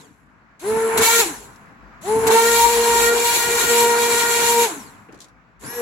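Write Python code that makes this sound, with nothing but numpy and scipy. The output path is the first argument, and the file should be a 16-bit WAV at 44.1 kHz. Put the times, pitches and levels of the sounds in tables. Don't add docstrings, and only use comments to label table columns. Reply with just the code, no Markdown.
import sys
import numpy as np
from scipy import signal
from scipy.fft import rfft, irfft, next_fast_len
from scipy.io import wavfile
from scipy.ndimage import uniform_filter1d, map_coordinates

SR = 44100
rng = np.random.default_rng(int(sys.argv[2]) if len(sys.argv) > 2 else 0)


def boost(x):
    u = np.asarray(x, float) / 20
    return 10 ** u


def dump(signal):
    limited = np.clip(np.atleast_2d(signal).T, -1, 1)
    pcm = np.round(limited * 32767).astype(np.int16)
    wavfile.write(sys.argv[1], SR, pcm)


N = 256220


def unit(x):
    return x / np.sqrt(np.mean(x ** 2) + 1e-20)


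def along(points, hz):
    f, v = np.transpose(points)
    return np.interp(np.log(hz + 1), np.log(f + 1), v)


def curves(rows, at=None):
    s, *cols = np.transpose(sorted(map(tuple, rows)))
    at = np.arange(N) / SR if at is None else at
    return [np.interp(at, s, c) for c in cols]


def wobble(rate_hz):
    knots = rng.standard_normal(int(N * 900 / SR) + 4)
    return map_coordinates(knots, [np.arange(N) * min(rate_hz, 900) / SR])


def rise(s, tau_s):
    return 1 - np.exp(-np.maximum(s, 0) / tau_s)


def bump(s, width_s):
    return np.exp(-(s / width_s) ** 2)


def filtered(x, response):
    m = next_fast_len(N + SR // 2)
    return irfft(rfft(x, m) * response(np.fft.rfftfreq(m, 1 / SR)), m)[..., :N]


# frequency in Hz, left-right correlation.
PORT_LIKENESS = [(60, 0.83), (180, 0.79), (550, 0.61), (1650, 0), (4970, 0.088), (15000, 0.15)]


def rush(spectrum, patchy_db):
    z = signal.stft(rng.standard_normal((2, N)), nperseg=512)[2]
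    field = uniform_filter1d(rng.standard_normal(z.shape[1:]), size=8, axis=0)
    field = uniform_filter1d(field, size=8, axis=1)
    pair = signal.istft(z * boost(patchy_db * unit(field)), nperseg=512)[1][:, :N]

    def mid_side(hz):
        turn = np.arccos(np.clip(along(PORT_LIKENESS, hz), -1, 1)) / 2
        return boost(along(spectrum, hz)) * [np.cos(turn), np.sin(turn)]

    mid, side = filtered(pair, mid_side)
    return unit(np.array([mid + side, mid - side]))


def tone(phase, rough, width_hz, apart):
    skirt = np.array([wobble(width_hz) + 1j * wobble(width_hz) for port in range(2)])
    lag = apart * (wobble(2.98) + 1.15) * np.array([[1], [-1]])
    return unit(-np.real((1 + rough * skirt) * np.exp(1j * (phase - lag))))


# press in s, bell starts drawing air in s, release in s, lifted share 0-1.
PRESSES = [
    (-1, -.9, -.233, 0),
    (.593, .972, 1.207, 0),
    (2.011, 2.266, 4.646, 0),
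    (5.593, 9, 9, 1),
]


def clocks():
    t = np.arange(N) / SR
    columns = np.transpose(PRESSES)
    latest = np.searchsorted(columns[0], t, "right") - 1
    press, air, release, lifted = columns[:, latest]
    return t - press, t - air, np.maximum(t - release, 0), np.minimum(t, release), lifted


# time in s, speed in rev/s.
LOADED_SPEED = [(.8, 225), (.96, 226), (1.04, 224), (1.1, 231), (1.21, 232), (2.25, 224.5), (2.3, 224),
                (2.4, 230), (2.5, 232.5), (2.7, 234.5), (3.0, 233.5), (3.15, 235.7), (3.9, 235.5),
                (4.63, 234.6), (5.76, 242), (5.81, 236)]
SPIN_UP_S, HEAD_START_S = (.037, .027), (.016, -.012)
DRAG_LOSS_REV_S, DRAG_S, FRICTION_REV_S2, CRAWL_REV_S = 72, .075, 320, 15


def shaft():
    on, air, off, held, lifted = clocks()
    head_start = np.interp(lifted, [0, 1], HEAD_START_S)
    share = np.maximum(rise(on + head_start, np.interp(lifted, [0, 1], SPIN_UP_S)), .05)
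    driven = curves(LOADED_SPEED, held + 2 * (held < 0))[0] * share
    speed = driven - DRAG_LOSS_REV_S * rise(off, DRAG_S) - FRICTION_REV_S2 * off
    return np.maximum(speed, CRAWL_REV_S), 20 * np.log10(share)


# time in s, blade beat in dB, its 2nd partial in dB, its 3rd partial in dB.
STROKES = [
    [(.7, -14, -33, -39), (.806, -21, -30, -41), (.85, -16, -34, -35), (.934, -23.5, -26, -47.5),
     (1.038, -24, -46, -31), (1.088, -29.5, -17.5, -27), (1.152, -22.5, -39, -25),
     (1.21, -23.5, -20, -27.5)],
    [(2.11, -17, -22.5, -40.5), (2.24, -19, -31, -50), (2.37, -11, -13.5, -24.5), (2.48, -18.5, -26, -25.5),
     (2.65, -24, -11, -34.5), (2.8, -18.5, -30, -42), (2.95, -24.5, -15, -30), (3.11, -17.5, -33.5, -26),
     (3.2, -21.5, -35, -52), (3.28, -28, -19, -31), (3.4, -37, -28, -34.5), (3.55, -20.5, -31.5, -33),
     (3.65, -37.5, -31, -27), (3.71, -18, -28, -27.5), (3.8, -17, -19.5, -36), (4.24, -25.5, -27.5, -30),
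     (4.48, -24.5, -25, -31.5), (4.58, -18, -20.5, -37.5)],
    [(5.728, -45, -59, -56), (5.784, -26.5, -55, -60), (5.81, -21, -39, -49)],
]
BEAT_POWER = (9, 6, 6)
BEAT_DROP_DB, BEAT_DROP_S, BEAT_FADE_DB_S2 = (10, 7, 18), .03, (560, 4000, 3000)
FADES_DB, FLUTTER_DB, DRY_DB = (1, 1.5, 2), 12, -46


def blade_levels(hiss_db, spin_db):
    on, air, off, held, lifted = clocks()
    choppy_s = .08
    drop = rise(off, BEAT_DROP_S)
    stumble = drop + bump(air - choppy_s / 2, choppy_s)
    strokes = curves([row for burst in STROKES for row in burst], held)
    beats = []
    for db, power, drop_db, fade, fades_db in zip(strokes, BEAT_POWER, BEAT_DROP_DB, BEAT_FADE_DB_S2, FADES_DB):
        level = db + power * spin_db - drop_db * drop - fade * off ** 2
        flutter = FLUTTER_DB * stumble * np.minimum(wobble(45), .2)
        beats.append(level + fades_db * wobble(9) + flutter)
    return beats + [hiss_db - 8 * drop, DRY_DB + 4 * spin_db - 80 * (1 - lifted)]


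# multiple of shaft speed, level in dB against its driver,
# driver (0-2 blade partials, 3 hiss, 4 dry spin).
WEAK_ORDERS = [(1, -20, 0), (3, -23, 0), (5, -26, 1), (8, -1, 2), (7, -24, 3), (10, -13, 3), (7, 4, 4),
               (8, 1, 4), (12, -8, 4), (22, -5, 4), (24, 0, 4), (26, -5, 4)]


def blades(turns, drivers_db):
    orders = [(2 * k + 2, 0, k) for k in range(3)]
    orders += [(round(order), db, round(driver)) for order, db, driver in WEAK_ORDERS]
    total = 0
    for order, db, driver in orders:
        line = tone(order * turns, rough=0.079 * order, width_hz=10 * order, apart=min(0.04 * order, .45))
        total = total + boost(drivers_db[driver] + db) * line
    return total


WHINE_DB, MASKED_DB, BARS_DB = -34, -48, -70
WHINE_POWER, WHINE_FLUTTER_DB = 25, 2.5
FREED_S, FREED_DB, FREED_FADE_DB_S2 = .09, (-42.5, -48), (500, 360)


def whine_levels(spin_db):
    on, air, off, held, lifted = clocks()
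    main = WHINE_DB + WHINE_POWER * np.minimum(spin_db + 1.1, 0) + (MASKED_DB - WHINE_DB) * rise(air, .02)
    freed = np.clip(off / FREED_S, 0, 1)
    levels = []
    for db, peak_db, fade in zip([main, BARS_DB], FREED_DB, FREED_FADE_DB_S2):
        level = db + (peak_db - db) * freed - fade * np.maximum(off - FREED_S, 0) ** 2
        levels.append(level + WHINE_FLUTTER_DB * freed * wobble(40))
    return levels


# harmonic of the bar rate, level in dB.
BAR_HARMONICS = [(3, -2), (4, -3), (5, -6), (6, -8), (8, -12)]


def brushes(turns, spin_db):
    bar_count = 24
    main_db, others_db = whine_levels(spin_db)

    def line(harmonic, width_hz):
        return tone(harmonic * bar_count * turns, rough=1.1, width_hz=width_hz, apart=.4)

    def housing(hz):
        return boost(.8 * np.maximum(along(HISS_SPECTRUM, hz), -30) + 5 - np.clip(hz / 500 - 23, 0, 9))

    others = sum(boost(db) * line(round(k), 300) for k, db in BAR_HARMONICS)
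    return filtered(boost(main_db) * line(2, 600) + boost(others_db) * others, housing)


# time in s, hiss in dB.
FROTH = [(1.03, -20), (1.21, -18.5), (2.33, -22), (2.4, -23), (2.64, -20.5), (2.76, -24.5), (3.08, -22.5),
         (3.11, -27), (3.28, -21), (3.49, -23.5), (3.79, -21), (3.95, -27), (3.99, -25), (4.21, -23.5),
         (4.41, -23), (4.45, -22), (4.56, -22), (4.64, -22)]
SUNK_DB, LIFTED_DB, SWELL_DB, SWELL_S = -36.5, -4.5, (13, 16.5), 0.043
GULP_AFTER_S, GULP_S, GULP_DB = .031, .013, 9
HISS_DROP_DB, HISS_DROP_S, HISS_FADE_DB_S = 11, 0.088, 87


def hiss_level():
    on, air, off, held, lifted = clocks()
    swell_db = np.interp(lifted, [0, 1], SWELL_DB) * (1 - rise(on, SWELL_S))
    sunk = SUNK_DB + LIFTED_DB * lifted - swell_db - 40 * (1 - rise(on, .001))
    frothy = curves(FROTH, held + 3 * (held < 0))[0] - GULP_DB * bump(air - GULP_AFTER_S, GULP_S)
    running = sunk + (frothy - sunk) * rise(air, 0.0022)
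    return running - HISS_DROP_DB * rise(off, HISS_DROP_S) - HISS_FADE_DB_S * off


# frequency in Hz, density in dB per Hz.
HISS_SPECTRUM = [(1180, -37.5), (2000, -11), (2320, -9.5), (2550, -11.5), (2830, -12), (3010, -13),
                 (3490, -12.5), (3650, -12), (4190, -9.5), (4900, -17.5), (7510, -4), (8930, -18),
                 (10100, -9), (14700, -13), (16000, -18.5)]
# frequency in Hz, level in dB.
RASP_SHARE = [(2000, 0), (4500, 0), (6500, -5), (9000, -9), (16000, -14)]


def rasp(turns, memory_passes):
    passes = turns / np.pi
    patterns = rng.standard_normal((2, 900, 96))
    where = [passes / memory_passes, passes % 1 * 96]
    tear = np.array([map_coordinates(p, where, order=1, mode="grid-wrap") for p in patterns])
    return unit(filtered(tear, lambda hz: boost(along(HISS_SPECTRUM, hz) + along(RASP_SHARE, hz))))


# running level in dB, lifted change in dB, start surge (negative: dip) in dB,
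STIRRED = [
    (-37, -11, -3, 8, 83),
    (-48, -4, 8.5, 8.5, 32),
]
STIR_RISE_S, SURGE_S, GULP_SURGE_S, LUMPY_DB = 0.032, 0.14, 0.062, 0.72


def stir_levels():
    on, air, off, held, lifted = clocks()
    quick = 1 - lifted / 2
    levels = []
    for db, lifted_db, start_db, gulp_db, fade in STIRRED:
        level = db + lifted_db * lifted - 45 * (1 - rise(on, STIR_RISE_S * quick)) - fade * off
        start = start_db * bump(on - SURGE_S * quick, SURGE_S * quick)
        gulp = gulp_db * bump(air - .03, GULP_SURGE_S)
        levels.append(level + start + gulp + LUMPY_DB * wobble(6))
    return levels


# frequency in Hz, density in dB per Hz.
SLOSH_SPECTRUM = [(150, -32.5), (300, -9.5), (430, 5), (520, -4.5), (580, -13), (680, -4.5), (770, -3),
                  (1000, 3.5), (1230, -6), (1450, -1), (1900, -6), (2400, -10.5), (3500, -24.5),
                  (5000, -79)]
# frequency in Hz, density in dB per Hz.
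RUMBLE_SPECTRUM = [(40, -36), (80, -5), (180, -5), (300, 0), (420, -60)]


def churn(turns, hiss_db):
    slosh_db, rumble_db = stir_levels()
    puffs = 1 + .15 * np.sin(2 * turns + .8 * wobble(20))
    lumps = boost(1.0 * wobble(24.72) + 0.28 * wobble(150))
    rasp_share = .5 * np.clip((hiss_db + 36) / 12, .2, 1)
    torn = rush(HISS_SPECTRUM, patchy_db=1.5) + rasp_share * rasp(turns + .03 * wobble(40), memory_passes=5)
    hiss = unit(puffs * lumps * torn)
    sparkle = filtered(hiss, lambda hz: np.clip((hz - 11000) / 2500, 0, 1))
    dulling = 1 - boost(np.clip(0.83 * (hiss_db + 13), -12, 0))
    slosh = unit(boost(.9 * wobble(18)) * rush(SLOSH_SPECTRUM, patchy_db=1.8))
    rumble = rush(RUMBLE_SPECTRUM, patchy_db=3.5)
    return boost(hiss_db) * (hiss - dulling * sparkle) + boost(slosh_db + 10) * slosh + boost(rumble_db + 2.5) * rumble


# time in s,
# peak in dB, plop against it in dB, spatter t60 in s.
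DROPS = [(.012, -38, -15, .05), (1.559, -41, -0.5, 0.041), (5.0853, -59, 29, 0.05),
         (5.1237, -43, 9.5, 0.066), (5.1444, -42.5, 3.5, 0.05), (5.1564, -50, -11.5, 0.05),
         (5.175, -49, -1, 0.05), (5.1892, -44.5, -8, 0.072), (5.2042, -29, -26, 0.04),
         (5.2155, -34.5, -8.5, 0.16), (5.243, -38.5, -3, 0.04), (5.2835, -50, -7.5, 0.067),
         (5.631, -53, 27.5, 0.05)]


def drops():
    bright, dull, t = np.zeros(N + SR), np.zeros(N + SR), np.arange(SR // 4) / SR
    for s, db, plop_db, t60_s in DROPS:
        start = round(s * SR)
        bright[start:][:len(t)] += boost(db - 8.5 - 60 * t / t60_s)
        dull[start:][:len(t)] += boost(db + plop_db - 9.5 - 60 * t / 0.13) * rise(t, 0.0042)
    spatter = [(1500, -28), (3200, -1.5), (7000, 2), (9000, -6), (11000, -9), (15500, -22), (16500, -59)]
    plop = [(90, -22), (300, 4.0), (1100, -11.5), (2500, -14), (6000, -51.5)]
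    return bright[:N] * rush(spatter, patchy_db=1.5) + dull[:N] * rush(plop, patchy_db=1.5)


# time in s, rush in dB.
FLAME_LEVEL = [(0, -59.5), (.6, -54), (1.5, -49), (2.0, -45.5), (4.9, -47.5), (5.81, -58.5)]
# frequency in Hz, density in dB per Hz.
FLAME_SPECTRUM = [(60, -23), (110, -3), (230, -2.5), (380, -12.5), (600, -11.5), (1050, -6), (1600, -8),
                  (2400, -16.5), (3300, -29), (7500, -36.5), (9000, -55.5), (10500, -48), (15500, -53.5)]
DRONE_DB, DRONE_SWELL_DB, DRONE_AT_S, DRONE_S = -63, 17, 2.85, .7


def burner():
    drone = rush([(30, -41), (46, -7), (53, 10.5), (60, -5), (90, -60.0)], patchy_db=-6.0)
    drone_db = DRONE_DB + DRONE_SWELL_DB * bump(np.arange(N) / SR - DRONE_AT_S, DRONE_S)
    flame = boost(.7 * wobble(12)) * rush(FLAME_SPECTRUM, patchy_db=1.1)
    return boost(curves(FLAME_LEVEL)[0]) * flame + boost(drone_db) * drone


def scene():
    speed, spin_db = shaft()
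    turns = 2 * np.pi * np.cumsum(speed) / SR
    hiss_db = hiss_level() + 3
    shake_rad = .07 + .45 * rise(clocks()[2], BEAT_DROP_S)
    shaken = turns + shake_rad * wobble(40)
    motor = blades(shaken, blade_levels(hiss_db, spin_db)) + brushes(turns, spin_db)
    return motor + churn(turns, hiss_db) + drops() + burner()


def band_limit(x):
    return signal.sosfilt(signal.butter(12, 16400, fs=SR, output="sos"), x)


# frequency in Hz, left minus right in dB.
PORT_BALANCE = [(60, 15), (110, 6), (200, 5.5), (380, -0.5), (700, 1), (1290, 2), (2380, -1.0), (4400, 0.0),
                (8120, 2.5), (15000, 6.5)]


def record(dry):
    top_hz = 15800
    ports = filtered(dry, lambda hz: boost(along(PORT_BALANCE, hz) * [[.5], [-.5]]) * (hz < top_hz))
    return band_limit(np.clip(ports, -1, 1))


dry = scene()
out = record(dry)
dump(out)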